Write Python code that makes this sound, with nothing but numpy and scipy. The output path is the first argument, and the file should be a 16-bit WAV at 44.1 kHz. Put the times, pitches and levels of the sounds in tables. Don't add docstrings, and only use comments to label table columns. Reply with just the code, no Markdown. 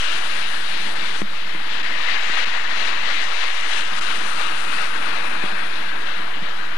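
import sys
import numpy as np
from scipy import signal
from scipy.fft import rfft, irfft, next_fast_len
from scipy.io import wavfile
from scipy.ndimage import uniform_filter1d, map_coordinates

SR = 44100
rng = np.random.default_rng(int(sys.argv[2]) if len(sys.argv) > 2 else 0)


def int16_out(signal):
    q = np.round(np.clip(np.atleast_2d(signal).T, -1, 1) * 32767)
    wavfile.write(sys.argv[1], SR, q.astype(np.int16))


def magnitude_from_level(level_db):
    exponent = np.asarray(level_db, float) / 20
    return 10 ** exponent


N = 298557


def unit(x):
    return x / np.sqrt(np.mean(x ** 2) + 1e-20)


def along(points, hz):
    f, v = np.transpose(points)
    return np.interp(np.log(hz + 1), np.log(f + 1), v)


def wobble(rate):
    knots = rng.standard_normal(int(N * rate / SR) + 4)
    return map_coordinates(knots, [np.arange(N) * rate / SR])


def filtered(x, response):
    m = next_fast_len(N + 8192)
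    return irfft(rfft(x, m) * response(np.fft.rfftfreq(m, 1 / SR)), m)[..., :N]


# multiple of the mains frequency, level in dB rms.
HUM_LINES = [(1, -77), (9, -97), (10, -93), (11, -90), (12, -95), (15, -94), (19, -95)]


def mains_hum():
    t = np.arange(N) / SR
    return sum(np.sqrt(2) * magnitude_from_level(db) * np.sin(2 * np.pi * 60.05 * k * t + k) for k, db in HUM_LINES)


# frequency in Hz, density in dB per Hz.
HISS_COLOUR = [(100, -6), (3000, -10), (9000, -4), (12000, -5), (13500, -4), (15000, -30)]


def tape_hiss():
    white = rng.standard_normal(N)
    return magnitude_from_level(-63.5) * unit(filtered(white, lambda hz: magnitude_from_level(along(HISS_COLOUR, hz))))


# frequency in Hz, level in dB rms.
BUZZ_ENVELOPE = [(6000, -95), (8500, -74), (11000, -78), (12700, -79), (13500, -83)]


def head_buzz():
    field_hz, flutter_s = 59.94, 6e-6
    t = np.arange(N) / SR + flutter_s * wobble(12)
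    k = np.arange(58, 114)
    line_hz = 2 * k * field_hz
    weak_db = -11 * (k % 2)
    level = magnitude_from_level(along(BUZZ_ENVELOPE, line_hz) + weak_db + rng.normal(0, 1.3, len(k)))
    turn = rng.random(len(k))
    return sum(np.sqrt(2) * g * np.sin(2 * np.pi * (hz * t + u)) for hz, g, u in zip(line_hz, level, turn))


# start in
# seconds, first thud in dB, second thud in dB.
IDLE_THUDS = [(.417, -48, -52), (0.764, -55, -49), (0.996, -52, -48), (1.322, -52, -52),
              (1.439, -54, -55), (1.74, -53, -54), (1.809, -48, -50), (2.134, -49, -53),
              (2.203, -49, -48), (2.295, -48, -50), (2.46, -50, -52), (2.831, -56, -49),
              (3.505, -55, -48), (4.294, -55, -50), (4.712, -49, -70), (4.759, -70, -50),
              (4.897, -54, -48), (5.572, -53, -50), (5.734, -53, -48), (5.803, -48, -48),
              (6.09, -54, -54), (6.547, -54, -50), (6.617, -56, -50)]


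def idle_thuds():
    return_s = 0.0464
    s, fall_db, return_db = np.transpose(IDLE_THUDS)
    places = np.round(np.r_[s, s + return_s] * SR).astype(int)
    kicks = np.bincount(places, np.r_[-magnitude_from_level(fall_db), magnitude_from_level(return_db)], N)

    def thud(hz):
        return (hz > 80) * (hz < 480) * (90 / (hz + 1)) ** 1.4 * np.exp(-.4j)

    one_thud = filtered(np.eye(1, N, SR)[0], thud)
    return filtered(kicks, thud) / abs(one_thud).max()


# start in seconds, peak in dB, body note in Hz, 60 dB decay in seconds, shell note in dB.
FINGER_KNOCKS = [(1.2178, -20.5, 204, 0.1, 0.5), (1.5495, -30, 198, 0.071, 1), (1.741, -37, 269, 0.1, -6),
                 (2.297, -30.5, 198, 0.033, 2), (2.472, -34, 243, 0.087, 0), (3.923, -29.5, 174, 0.053, -4),
                 (5.438, -23, 198, 0.052, 3.5), (5.458, -34, 201, 0.044, 3), (5.52, -27, 205, 0.079, -14),
                 (5.62, -35, 169, 0.08, -12), (6.42, -15.5, 176, 0.035, -17)]
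# start in seconds, peak in dB.
NAIL_CLICKS = [
    (1.2179, -12),
    (1.5492, -19),
    (5.437, -26),
]
# frequency in Hz, level in dB.
NAIL_RINGS = [
    (520, -2),
    (1100, -3),
    (1750, -2),
]


def knocks():
    out, t = np.zeros(N + SR), np.arange(SR // 4) / SR
    for s, db, hz, t60, shell_db in FINGER_KNOCKS:
        body = np.sin(2 * np.pi * hz * t) * magnitude_from_level(-60 * t / t60) * (1 - np.exp(-t / 0.0081))
        shell = np.sin(2 * np.pi * 320 * t) * magnitude_from_level(shell_db + 2.5 - 60 * t / 0.015)
        out[round(s * SR):][:len(t)] -= magnitude_from_level(db + 2.5) * (body + shell)
    ring = sum(magnitude_from_level(db) * np.sin(2 * np.pi * hz * t) for hz, db in NAIL_RINGS)
    click = ring * magnitude_from_level(-60 * t / .006) * (1 - np.exp(-t / .0002))
    for s, db in NAIL_CLICKS:
        out[round(s * SR):][:len(t)] -= magnitude_from_level(db) * click
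    return signal.sosfilt(signal.butter(3, 135, "high", fs=SR, output="sos"), out[:N])


def droplets(per_s, spread_db, share):
    hit = rng.random(N) < per_s / SR
    size = magnitude_from_level(spread_db * np.minimum(rng.exponential(size=N), 4)) * rng.standard_normal(N)
    return np.sqrt(1 - share) * rng.standard_normal(N) + np.sqrt(share) * unit(hit * size)


def rush(source, spectrum, patchy_db, horn=None):
    hz, t, z = signal.stft(source, SR, nperseg=512)
    field = uniform_filter1d(rng.standard_normal(z.shape), size=7, axis=0)
    field = uniform_filter1d(field, size=12, axis=1)
    z = z * magnitude_from_level(patchy_db * unit(field) + along(spectrum, hz)[:, None])
    if horn:
        before = np.sqrt(np.sum(abs(z) ** 2, axis=0))
        z = z * magnitude_from_level(horn(hz[:, None], t))
        z = z * before / np.sqrt(np.sum(abs(z) ** 2, axis=0) + 1e-30)
    return unit(signal.istft(z, SR, nperseg=512)[1][:N])


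def ridge(centre, times, height_db, width):
    def response_db(hz, t):
        distance = np.log((hz + 1) / np.interp(t, times, centre)) / width
        return np.interp(t, times, height_db) * np.exp(-distance ** 2)
    return response_db


# frequency in Hz, density in dB per Hz.
RUMBLE_COLOUR = [(35, -58), (60, -37), (225, 6.5), (287, -3.5), (336, 1), (373, -6.5), (750, -5.5),
                 (980, 0.5), (1650, -120)]


def rumble(level_db):
    return magnitude_from_level(level_db + 0.52 * wobble(27)) * rush(rng.standard_normal(N), RUMBLE_COLOUR, patchy_db=1.5)


# frequency in Hz, density in dB per Hz.
SPRAY_COLOUR = [(2710, -10), (4600, -2.5), (5660, -3), (7650, -8), (9630, -8), (13500, -37.5)]


def spray(level_db, surge, mist):
    drops = droplets(5000, spread_db=5, share=0.2)
    return magnitude_from_level(level_db + 0.99 * surge + 1.3 * wobble(22.21)) * rush(drops, SPRAY_COLOUR, 1.6, mist)


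# frequency in Hz, density in dB per Hz.
SLUSH_COLOUR = [(1240, -40.5), (2100, -2), (3760, -1.5), (4450, -6), (5000, -12.5), (5600, -16.5),
                (7280, -22.5), (12300, -120)]


def slush(level_db, surge, arch):
    lumps = droplets(4000, spread_db=3.9, share=.08)
    return magnitude_from_level(level_db + 0.75 * surge + 0.46 * wobble(25)) * rush(lumps, SLUSH_COLOUR, 0.9, arch)


# frequency in Hz, density in dB per Hz.
TREAD_COLOUR = [(260, -28), (450, -11), (571, -8.5), (1230, 0.5), (1910, 0.5), (2400, -5), (2900, -13),
                (3200, -11.5), (4160, -12), (7040, -120)]


def tread(level_db, surge, horn):
    slaps = droplets(3000, spread_db=2.8, share=0.055)
    return magnitude_from_level(level_db + 1.5 * surge) * rush(slaps, TREAD_COLOUR, 0.94, horn)


FLING_STRENGTH = [1.32, 5.5, -1]


def wheel_fling(t):
    turns_per_s, fling_s, sharpness = 2.98, 0.086, 0.37
    fling = np.exp(sharpness * (np.cos(2 * np.pi * turns_per_s * (t - fling_s)) - 1))
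    return np.outer(FLING_STRENGTH, fling - fling.mean())


# middle in seconds, water in dB, length in seconds.
WET_PATCHES = [(2.12, 1.5, 0.045), (2.2, -0.5, 0.037), (2.35, 2.2, 0.07), (2.65, -5.5, 0.072),
               (2.86, 4.5, 0.047), (3.2, 1.5, 0.066), (3.5, -.5, .08), (3.745, 1.5, 0.044),
               (3.893, -3, .05), (4.79, 1.8, .05), (4.94, -2.5, 0.069), (6.095, 2, 0.043)]
WET_SHARE = [0.52, 0.66, 0.85]


def puddles(t):
    water_db = sum(db * np.exp(-((t - at) / length) ** 2) for at, db, length in WET_PATCHES)
    return np.outer(WET_SHARE, water_db)


# time in seconds, nearness in dB, wetness of the lane in dB,
# fineness of the mist in dB per octave, engine load in dB.
VAN_PASS = [(0, -30.5, 6, 0, -50), (.35, -32, 1, 11.5, -44), (.75, -31.5, -1.5, 15, -43),
            (1.2, -33.5, 1.5, 1, -42.5), (1.26, -32.5, -3.5, 3, -42.5), (1.6, -32, -5.5, 9, -42),
            (2.0, -28, -4, -5, -43), (2.4, -27.5, -2, -6, -47.5), (2.9, -28.5, -1.5, -7.5, -44.5),
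            (3.4, -28.5, 0, -3, -47.5), (3.85, -29.5, 4, -3, -47), (4.25, -30, 1.5, 8, -42),
            (4.7, -29.5, 0.5, 8, -43), (5.2, -29.5, -4.5, 10, -41.5), (5.7, -30.5, -8, 13, -43),
            (6.15, -32.5, -9, 10, -43), (6.5, -34.5, -6.5, -1, -43), (6.77, -35, -6, -4, -47)]
# time in seconds, tread horn in Hz, horn focus in dB,
# wheel arch in Hz, arch focus in dB.
VAN_ASPECT = [(0, 1500, 3, 2820, 5.5), (.7, 1690, 4.5, 2700, 2.5), (1.2, 1820, 1.5, 2750, 0.5),
              (1.9, 1920, 6, 2730, 5.5), (2.6, 1950, 5, 2700, 6), (3.2, 2040, 4, 2830, 4.5),
              (3.62, 2120, 5, 2830, 5), (3.9, 1470, 3, 2880, 6), (4.4, 1290, 5, 2690, 5.5),
              (5.0, 1430, 3.5, 2640, 7), (5.4, 1560, 2, 2480, 10), (5.7, 1550, 5.5, 2530, 4.5),
              (6.05, 1640, 5, 2600, 4.5), (6.3, 1610, 2.5, 2980, 7), (6.77, 1500, 2, 2880, 4)]


def van():
    t = np.arange(N) / SR
    s, near_db, wet_db, fine, load_db = np.transpose(VAN_PASS)
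    near_db, wet_db, load_db = [np.interp(t, s, c) for c in (near_db, wet_db, load_db)]
    tread_db, slush_db, spray_db = near_db + wheel_fling(t) + puddles(t)
    slush_db = slush_db + 0.64 + 0.11 * wet_db - 0.76 * t
    spray_db = spray_db - 13 + wet_db
    surge = .5 * wobble(18) + .5 * wobble(45)
    times, horn_hz, horn_db, arch_hz, arch_db = np.transpose(VAN_ASPECT)
    horn = ridge(horn_hz, times, horn_db, width=0.19)
    arch = ridge(arch_hz, times, arch_db, width=0.11)

    def mist(hz, t):
        return np.interp(t, s, fine) * np.log2(np.clip(hz, 6300, 11500) / 7800)

    wheels = tread(tread_db, surge, horn) + slush(slush_db, surge, arch) + spray(spray_db, surge, mist)
    return wheels + rumble(load_db)


# start in seconds, depth in dB, recovery in seconds.
GAIN_DUCKS = [
    (1.22, -6, 0.43),
    (2.45, -1, 0.26),
]


def scene():
    t = np.arange(N) / SR
    duck_db = 0
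    for s, db, recovery in GAIN_DUCKS:
        duck_db = duck_db + db * np.exp(-np.clip(t - s, 0, None) / recovery) * np.clip((t - s) / 0.0034, 0, 1)
    return np.array([magnitude_from_level(duck_db) * van() + knocks(), np.zeros(N)])


# middle in seconds, treble loss in dB, length in seconds.
TAPE_LIFTS = [
    (0.949, -6, .008),
    (1.824, -11, 0.011),
    (2.452, -11, 0.0085),
    (4.003, -12, 0.013),
    (5.291, -4, 0.0076),
]


def dropouts(x):
    t = np.arange(N) / SR
    lift_db = sum(db * np.exp(-((t - s) / length) ** 4 * 16) for s, db, length in TAPE_LIFTS)
    treble = filtered(x, lambda hz: 1 / (1 + (1500 / (hz + 1)) ** 2))
    return x - treble * (1 - magnitude_from_level(lift_db))


# start in seconds, end in seconds.
BASS_GAPS = [(.03, .13), (.5, .56), (2.35, 2.46), (3.32, 3.51), (3.56, 3.7), (3.76, 3.9), (4.13, 4.23)]


def bass_loss(tape):
    t = np.arange(N) / SR
    low = filtered(tape, lambda hz: (hz > 75) * (hz < 175))
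    weak = sum((t > a) * (t < b) for a, b in BASS_GAPS)
    return tape - 0.99 * low * uniform_filter1d(weak * 1., size=1024)


COPY_OFFSET = [
    [.1269],
    [.123],
]


def low_pass(x):
    return signal.sosfilt(signal.butter(12, 14230, fs=SR, output="sos"), x)


def record(dry):
    t = np.arange(N) / SR
    tape = dropouts(dry[0]) + tape_hiss() + head_buzz()
    tape = filtered(tape, lambda hz: (hz > 55) * np.where(hz < 13580, 1, magnitude_from_level(-24)))
    tape = bass_loss(tape)
    tape = tape / (1 + abs(tape / .3) ** 4) ** .25
    hum = mains_hum()
    whine = magnitude_from_level(-90) * np.sin(2 * np.pi * 8000.5 * t)
    crosstalk = magnitude_from_level(-49) * tape + magnitude_from_level(-73.5) * rng.standard_normal(N)
    idle = filtered(crosstalk, lambda hz: (hz > 510) * (hz < 11300)) + hum + whine + idle_thuds()
    return low_pass(np.array([magnitude_from_level(6) * tape + 3.8 * hum, idle]) + COPY_OFFSET)


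dry = scene()
out = record(dry)
int16_out(out)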